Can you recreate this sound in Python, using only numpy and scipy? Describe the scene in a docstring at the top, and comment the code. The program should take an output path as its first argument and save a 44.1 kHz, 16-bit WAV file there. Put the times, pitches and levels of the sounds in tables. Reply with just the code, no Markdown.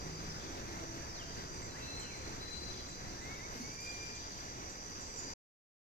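"""A flooded river rushes steadily past a forested bank, with insects droning in the trees. Birds whistle
and chip near and far. Water, insects, hum, chatter and rustle are filtered noise; the other bird calls
are gliding tones, hoots and plops nearly steady ones, all followed by scattered echoes. The microphone
shifts once with a rustle, and its two ports colour the treble differently. The sound cuts to silence
shortly before the end."""
import sys
import numpy as np
from scipy import signal
from scipy.fft import rfft, irfft
from scipy.io import wavfile
from scipy.ndimage import uniform_filter1d, map_coordinates

SR = 44100
rng = np.random.default_rng(int(sys.argv[2]) if len(sys.argv) > 2 else 0)


def transcribe(u):
    """Save the signal u as a 16-bit wav file named by the first command-line argument.

    u: samples, shape (n,) or (channels, n), limited to [-1, 1]; the rate is SR.
    q: integer samples, one column per channel.
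    """
    v = np.clip(np.atleast_2d(u).T, -1, 1)
    q = np.round(v * 32767).astype(np.int16)
    wavfile.write(sys.argv[1], SR, q)


N = 258420


def gain_of(db):
    """Amplitude ratio of a level: 20 dB for each factor of ten."""
    return 10 ** (np.asarray(db) / 20)


def evened(x):
    """Normalization to unit root mean square."""
    return x / np.sqrt(np.mean(x ** 2) + 1e-20)


def read(points, hz):
    """Interpolation of a spectrum by straight lines over log frequency."""
    f, value = np.transpose(points)
    return np.interp(np.log(hz + 1), np.log(f + 1), value)


def add(mix, s, sound):
    """Superposition: a sound is summed into the mix from s seconds on."""
    part = mix[round(s * SR):][:len(sound)]
    part += sound[:len(part)]


def white(size=1024):
    """Short-time spectra of two uncorrelated white noises, 0 dB per Hz: f/Hz (column), t/s, spectra."""
    noise = rng.standard_normal((2, N)) * np.sqrt(SR / 2)
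    hz, t, z = signal.stft(noise, SR, nperseg=size, noverlap=size - size // 4)
    return hz[:, None], t, z


def sounded(z, size=1024):
    """Overlap-add synthesis: short-time spectra back to sound."""
    return signal.istft(z, nperseg=size, noverlap=size - size // 4)[1][:, :N]


def patches(shape, size):
    """Smoothed random field: blotches of unit size over frequency and time."""
    over_hz = uniform_filter1d(rng.standard_normal(shape), size, 0)
    return evened(uniform_filter1d(over_hz, size, 1))


def wander(n, hz):
    """Band-limited chance: a smooth curve through hz random knots per second, of about unit size."""
    knots = rng.standard_normal(256)
    return map_coordinates(knots, [np.arange(n) * hz / SR], order=3, mode="mirror")


def envelope(t, attack_s, hold_s, fade_db_per_s):
    """Linear rise from t = 0, a hold until hold_s, then exponential decay."""
    fade = gain_of(-fade_db_per_s * np.maximum(t - hold_s, 0))
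    return np.clip(t / attack_s, 0, 1) * fade


def whistle(length, pitches, overtones, waver=.003, shake_db=2.0, soft=0.18):
    """Frequency modulation: a tone passes through three pitches; pitch and level tremble at random."""
    n = int(length * SR)
    bend = np.polyfit([0, .5, 1], pitches, 2)
    hz = np.polyval(bend, np.linspace(0, 1, n)) * (1 + waver * wander(n, hz=170))
    phase = 2 * np.pi * np.cumsum(hz) / SR
    tone = sum(gain_of(db) * np.sin(round(k) * phase) for k, db in overtones)
    shake = gain_of(shake_db * wander(n, hz=59.3))
    return np.sqrt(2) * tone * signal.windows.tukey(n, soft) * shake


def forest(x, t60, wet_db, lead_ms):
    """Scattering: direct sound, then sparse echoes from trunks and leaves that lose 60 dB in t60 seconds."""
    t = np.arange(SR) / SR
    taps = rng.standard_normal((2, SR)) * (rng.random((2, SR)) < 2000 / SR)  # 2000 echoes per second
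    tail = taps * gain_of(-60 * t / t60) * (1 - np.exp(-t / 0.0066))
    tail /= np.linalg.norm(tail, axis=1, keepdims=True)
    direct = np.array([x, np.roll(x, round(lead_ms * SR / 1000))])  # left port leads
    echoes = signal.fftconvolve(x[None], tail, axes=1)[:, :N]
    wet = gain_of(wet_db)
    return (direct + wet * echoes) / np.sqrt(1 + wet ** 2)


def shifted(t):
    """Linear displacement of the microphone, from 0 to 1, at the times t."""
    shift_s, shift_takes_s = 3.44, 0.28  # middle and duration of the shift
    return np.clip(.5 + (t - shift_s) / shift_takes_s, 0, 1)


def facing(t):
    """Linear interpolation between the microphone's two orientations: each column at the times t."""
    # water before and after the shift: rumble level/dB, rush level/dB, lead of the left port/ms,
    # factor on the likeness of the ports
    orientations = [(-0.5, -0.63, 0.44, 0.89), (-1.65, 0.02, 0.4, 1.106)]
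    before, after = np.array(orientations)
    return before[:, None] + (after - before)[:, None] * shifted(t)


def water(patchy_db=1.0, surge_db=0.93, rumble_hz=450):
    """Partly coherent noise: countless splashes merge to rush and rumble, reaching the left port first."""
    # base spectrum of the water: f/Hz, density/(dB per Hz)
    spectrum = [(10, -71), (35, -72), (80, -72.5), (200, -78), (360, -77.5), (650, -82.5), (1000, -82.5),
                (2000, -86.5), (2700, -91.5), (3050, -94.5), (3600, -93), (4300, -92), (5250, -100),
                (7400, -96.5), (9200, -109.5), (15000, -109)]
    # base coherence of the two ports: f/Hz, likeness (0-1)
    likeness = [(20, 0.5), (110, 0.99), (300, 0.96), (600, 0.68), (1200, 0.76), (2100, 0.64), (3000, 0.6),
                (4000, 0.3), (15000, 0.4)]
    ebb_db_per_s = 0.35  # the water slowly grows quieter
    hz, t, (left, other) = white()
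    rumble_db, rush_db, lead_ms, focus = facing(t)
    low = 1 / (1 + (hz / rumble_hz) ** 2)  # share of the rumble; the rest is rush
    high = 1 - low

    same = np.clip(read(likeness, hz) * (low + high * focus), 0, 1)
    delay = np.exp(-2j * np.pi * hz * lead_ms / 1000)
    right = same * left * delay + np.sqrt(1 - same ** 2) * other

    surge = evened(uniform_filter1d(rng.standard_normal(len(t)), size=16))
    db = read(spectrum, hz) + low * rumble_db + high * rush_db
    db = db - ebb_db_per_s * (t - t.mean()) + surge_db * surge
    db = db + high * patchy_db * patches(left.shape, size=12)
    return sounded(np.array([left, right]) * gain_of(db))


def songbirds():
    """Pure gliding tones: short whistles and slurs that slide quickly at first, then settle."""
    # thin notes: t/s, length/s, first f/Hz, last f/Hz, relative level/dB at the first pitch
    notes = [ (0.293, .039, 5290, 5290, -47), (1.0, 0.053, 1532, 1765, -60),
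             (1.085, 0.066, 5540, 5200, -51.5), (1.138, 0.1, 5100, 2554, -51.5),
             (1.52, .07, 8200, 7850, -64), (1.618, .06, 7590, 7140, -57), (1.668, 0.077, 4420, 3880, -56.5),
             (1.732, 0.062, 1380, 2155, -58.5), (1.785, .22, 2694, 2630, -59.5),
             (2.008, .11, 3220, 2590, -58.5), (2.051, 0.089, 2490, 2200, -62),
             (2.104, 0.081, 2600, 1950, -55), (3.04, 0.068, 1850, 2125, -60),
             (3.058, 0.11, 5360, 5350, -61), (3.069, 0.08, 4600, 4100, -60),
             (3.12, 0.093, 1416, 1886, -63.5), (3.172, 0.39, 3740, 3716, -68.5),
             (5.055, 0.1, 7870, 7630, -62), (5.153, 0.0595, 7370, 6910, -45.5),
             (5.2, 0.053, 7000, 6330, -50.5)]
    ease = .6  # share of its slide that a note has covered at half its length
    db_per_octave = 5  # a note grows as it rises and fades as it falls
    out = np.zeros(N)
    for s, length, first, last, db in notes:
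        middle = first + ease * (last - first)
        waver = 0.0014 + 0.03 * abs(np.log(last / first))  # wide slurs are rougher than held notes
        note = whistle(length, (first, middle, last), [(1, 0)], waver=waver, shake_db=2.5, soft=0.27)
        octaves = np.linspace(0, np.log2(last / first), len(note))
        add(out, s, note * gain_of(db + db_per_octave * octaves))
    return gain_of(0.3) * forest(out, t60=1.3, wet_db=-2.0, lead_ms=.07)


def piper(level_db=-1.3, octave_db=-21, waver=0.0042, shake_db=1.4):
    """Exponential glide: long whistles swell as they scoop up, then sag and fade among lingering echoes."""
    # pipes: t/s, swell/s, hold/s, fade/(dB per s), top f/Hz, scoop depth/Hz, scoop time constant/s,
    # relative level/dB
    pipes = [(1.805, .05, 0.19, 65.5, 4169, 231.7, .1, -47), (2.388, 0.035, 0.2, 42, 4062, 229, .02, -48.5)]
    sag_hz_per_s = 50
    out, t = np.zeros(N), np.arange(SR) / SR
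    for s, swell, hold, fade, top_hz, scoop_hz, scoop_s, db in pipes:
        hz = top_hz - scoop_hz * np.exp(-t / scoop_s) - sag_hz_per_s * t
        phase = 2 * np.pi * np.cumsum(hz * (1 + waver * wander(SR, hz=150.6))) / SR
        tone = np.sqrt(2) * (np.sin(phase) + gain_of(octave_db) * np.sin(2 * phase))
        rise = np.sqrt(np.clip(t / swell, 0, 1))
        decay = gain_of(-fade * np.maximum(t - hold, 0))
        loudness = rise * decay * signal.windows.tukey(SR, .03)
        shake = shake_db * wander(SR, hz=45)
        add(out, s, tone * loudness * gain_of(db + shake))
    return gain_of(level_db) * forest(out, t60=1.3, wet_db=0.5, lead_ms=.1)


def crier(waver=.0016, shake_db=1.0, right_db=1.8):
    """Harmonic synthesis: a larger bird to the right slurs upward twice, then gives a long reedy cry."""
    # soft slurs that lead into the cry: t/s, length/s, first f/Hz, middle f/Hz, last f/Hz, relative level/dB
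    slurs = [(3.199, .19, 1920, 2167, 2230, -52), (3.378, 0.096, 1950, 2120, 2340, -54.5)]
    # course of the cry: t/s, f/Hz, relative level/dB, brightness/(dB per octave)
    long_cry = [(3.55, 2122, -63.5, -5), (3.62, 2195, -57.5, 7), (3.655, 2213, -50, -5),
                (3.7, 2288, -57, -4.5), (3.735, 2360, -57.5, 5.5), (3.768, 2417, -63.5, 3),
                (3.778, 2333, -52, -12), (3.79, 2320, -45.5, -8), (3.81, 2394, -51, 4),
                (3.83, 2408, -53.5, 3), (3.87, 2402, -41, -6.5), (3.955, 2394, -47.5, -1),
                (3.985, 2377, -55.5, 1.5), (4.005, 2396, -43.5, -13), (4.035, 2394, -41.5, -4),
                (4.07, 2380, -60, -7)]
    # overtones of the cry: multiple of the pitch, relative level/dB
    reed = [(1, -5), (2, -6.5), (3, -9.5), (4, -24), (5, -28)]
    out = np.zeros(N)
    for s, length, first, middle, last, db in slurs:
        slur = whistle(length, (first, middle, last), [(1, -1), (2, -21)],
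                       waver=0.0056, shake_db=1.0, soft=0.34)
        add(out, s, gain_of(db) * slur)

    times, *controls = np.transpose(long_cry)
    t = np.arange(times[0], times[-1], 1 / SR)
    hz, db, bright_db = (np.interp(t, times, control) for control in controls)
    phase = 2 * np.pi * np.cumsum(hz * (1 + waver * wander(len(t), hz=119.5))) / SR
    tone = np.zeros(len(t))
    for k, level in reed:
        shake = shake_db * wander(len(t), hz=69.6)  # each overtone trembles by itself
        tone += np.sin(round(k) * phase) * gain_of(level + bright_db * np.log2(k) + shake)
    cry = np.sqrt(2) * tone * gain_of(db) * signal.windows.tukey(len(t), .03)
    add(out, times[0], cry)
    return gain_of([[-right_db], [right_db]]) * forest(out, t60=1.05, wet_db=-5.5, lead_ms=0)


def chipper(length=0.029, top_hz=7700, middle_hz=7100, bottom_hz=6600, rasp_hz=1100):
    """Amplitude modulation: a small bird's quick downward flicks are widened in pitch by a random rasp."""
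    # sharp chips: t/s, relative level/dB
    chips = [(1.99, -48), (2.17, -58), (2.33, -58), (2.88, -54.5), (3.21, -56.5), (4.145, -50.5),
             (4.364, -62), (4.69, -53), (5.004, -51.5)]
    out = np.zeros(N)
    for s, db in chips:
        flick = whistle(length, (top_hz, middle_hz, bottom_hz), [(1, 0)], waver=.01, soft=0.58)
        rasp = evened(wander(len(flick), hz=rasp_hz))
        add(out, s, gain_of(db) * flick * rasp)
    return gain_of(-0.5) * forest(out, t60=0.28, wet_db=-0.5, lead_ms=0)


def chatter(low_hz=3400, high_hz=4600, width_hz=260, ragged_db=3):
    """Source and filter: a hoarse bird far off is ragged noise shaped by two throat resonances."""
    # bursts: t/s, hold/s, base density/(dB per Hz)
    chatters = [(.38, .08, -90.5), (2.7, .07, -91.5), (3.81, .12, -91.5), (4.119, 0.25, -91.5)]
    hz, t, z = white()
    bursts = np.zeros(len(t))
    for s, hold, db in chatters:
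        bursts += gain_of(db) * envelope(t - s, attack_s=0.034, hold_s=hold, fade_db_per_s=70.0)
    low_throat = np.exp(-((hz - low_hz) / width_hz) ** 2 / 2)
    high_throat = np.exp(-((hz - high_hz) / (2 * width_hz)) ** 2 / 2)  # twice as wide
    ragged = gain_of(ragged_db * patches(z[0].shape, size=6))
    return sounded(z * (low_throat + high_throat) * bursts * ragged)


def insects(flutter_db=1.14, skirt=3):
    """Incoherent sum: many singers around each pitch blur to shrill bands that flutter and slowly throb."""
    # choruses: f/Hz, half width/Hz, base density/(dB per Hz), throb depth/dB, gain after the shift/dB
    choruses = [(4795, 109, -81.5, 3, 2), (5950, 259, -81, 0, 2), (7050, 210, -92, 0.5, 1.5)]
    throb_every_s, throb_peak_s = 1.33, 2.695
    hz, t, z = white()
    throb = np.cos(2 * np.pi * (t - throb_peak_s) / throb_every_s)
    power = np.zeros(z[0].shape)
    for f, width, db, throb_db, shift_db in choruses:
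        band = 1 / (1 + ((hz - f) / width) ** 2 / (2 * skirt)) ** (skirt + 1)
        power += gain_of(db + throb_db * throb + shift_db * shifted(t)) ** 2 * band
    flutter = gain_of(flutter_db * patches(z[0].shape, size=6))
    return sounded(z * np.sqrt(power) * flutter)


def rustle(start_s=3.49, level_db=-106, lowest_hz=5000, ragged_db=3):
    """High-passed noise: a thin, ragged brush as the microphone shifts."""
    hz, t, z = white()
    brush = envelope(t - start_s, attack_s=.06, hold_s=.12, fade_db_per_s=161)
    bright = hz ** 2 / (hz ** 2 + lowest_hz ** 2)
    ragged = gain_of(level_db + ragged_db * patches(z[0].shape, size=4))
    return sounded(z * bright * brush * ragged)


def plops(length=.035, hz=242):
    """Short tone bursts: two soft, low plops with weak echoes."""
    # plops: t/s, relative level/dB
    bursts = [(3.551, -49), (3.594, -47.5)]
    out = np.zeros(N)
    for s, db in bursts:
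        plop = whistle(length, (hz, hz, hz), [(1, 0)], waver=.012, shake_db=4.0, soft=0.46)
        add(out, s, gain_of(db) * plop)
    return forest(out, t60=0.23, wet_db=-7.0, lead_ms=.2)


def hoots(waver=0.0087, shake_db=1.5):
    """Two-partial tones: dull, nearly steady hoots with an octave barely rise out of the rumble."""
    # hoots: t/s, length/s, f/Hz, relative level/dB, octave level/dB relative to the fundamental
    calls = [(0, 0.19, 370.5, -55, -20), (.02, 0.38, 160, -52.5, -16.5), (0.269, 0.34, 376, -59.5, -23),
             (0.403, 0.25, 327, -56.5, -16), (0.658, 0.39, 331.4, -53, -12.5),
             (1.064, 0.28, 336, -62.5, -1.5), (2.5, 0.36, 362, -60.5, -16)]
    out = np.zeros(N)
    for s, length, hz, db, octave_db in calls:
        hoot = whistle(length, (hz, hz, hz), [(1, 0), (2, octave_db)],
                       waver=waver, shake_db=shake_db, soft=0.27)
        add(out, s, gain_of(db) * hoot)
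    return forest(out, t60=0.32, wet_db=-9.5, lead_ms=.2)


def hum():
    """Narrow-band noise: wavering bass, alike at both ports, that dips, returns and fades again."""
    # bands of the far hum: f/Hz, half width/Hz, base density/(dB per Hz)
    bands = [(74, 2.9, -67.5), (114, 11, -74.5)]
    # course of the hum: t/s, relative level/dB
    course = [(0, 2), (3.3, -0.5), (3.75, -8), (4.3, 1.5), (4.85, -10)]
    hz = np.fft.rfftfreq(N, 1 / SR)
    shape = sum(gain_of(db) / (1 + ((hz - f) / width) ** 2) for f, width, db in bands)
    noise = rng.standard_normal(N) * np.sqrt(SR / 2)
    hum_db = np.interp(np.arange(N) / SR, *np.transpose(course))
    return gain_of(hum_db) * irfft(rfft(noise) * shape, N)


def scene():
    """Superposition of water, birds, insects and the fainter sounds."""
    birds = songbirds() + piper() + crier() + chipper() + chatter()
    return water() + birds + insects() + rustle() + plops() + hoots() + hum()


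def record(dry):
    """Linear filtering: each port favours its own part of the treble; then the abrupt stop and band limit."""
    # level difference of the ports: f/Hz, left minus right/dB
    port_balance = [(100, -0.5), (350, 0.5), (600, -2), (1200, 1.5), (2200, 2), (3300, -1.5), (4200, 5.5),
                    (4850, 7), (5500, 1), (6250, -10.5), (6650, -21), (7400, -21), (8000, -11), (10000, -2)]
    stop_s, edge_hz = 5.338, 15500
    ratio = gain_of(read(port_balance, np.fft.rfftfreq(N, 1 / SR)))
    # the summed power of the two gains is the same at every frequency
    gains = np.array([ratio, np.ones_like(ratio)]) * np.sqrt(2 / (1 + ratio ** 2))
    heard = irfft(rfft(dry) * gains, N)
    heard = heard * np.clip((stop_s - np.arange(N) / SR) / .003, 0, 1)  # 3 ms ramp to silence
    low_pass = signal.firwin(511, edge_hz, window=("kaiser", 9), fs=SR)
    return signal.oaconvolve(heard, low_pass[None], "same")


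dry = scene()
out = record(dry)
transcribe(out)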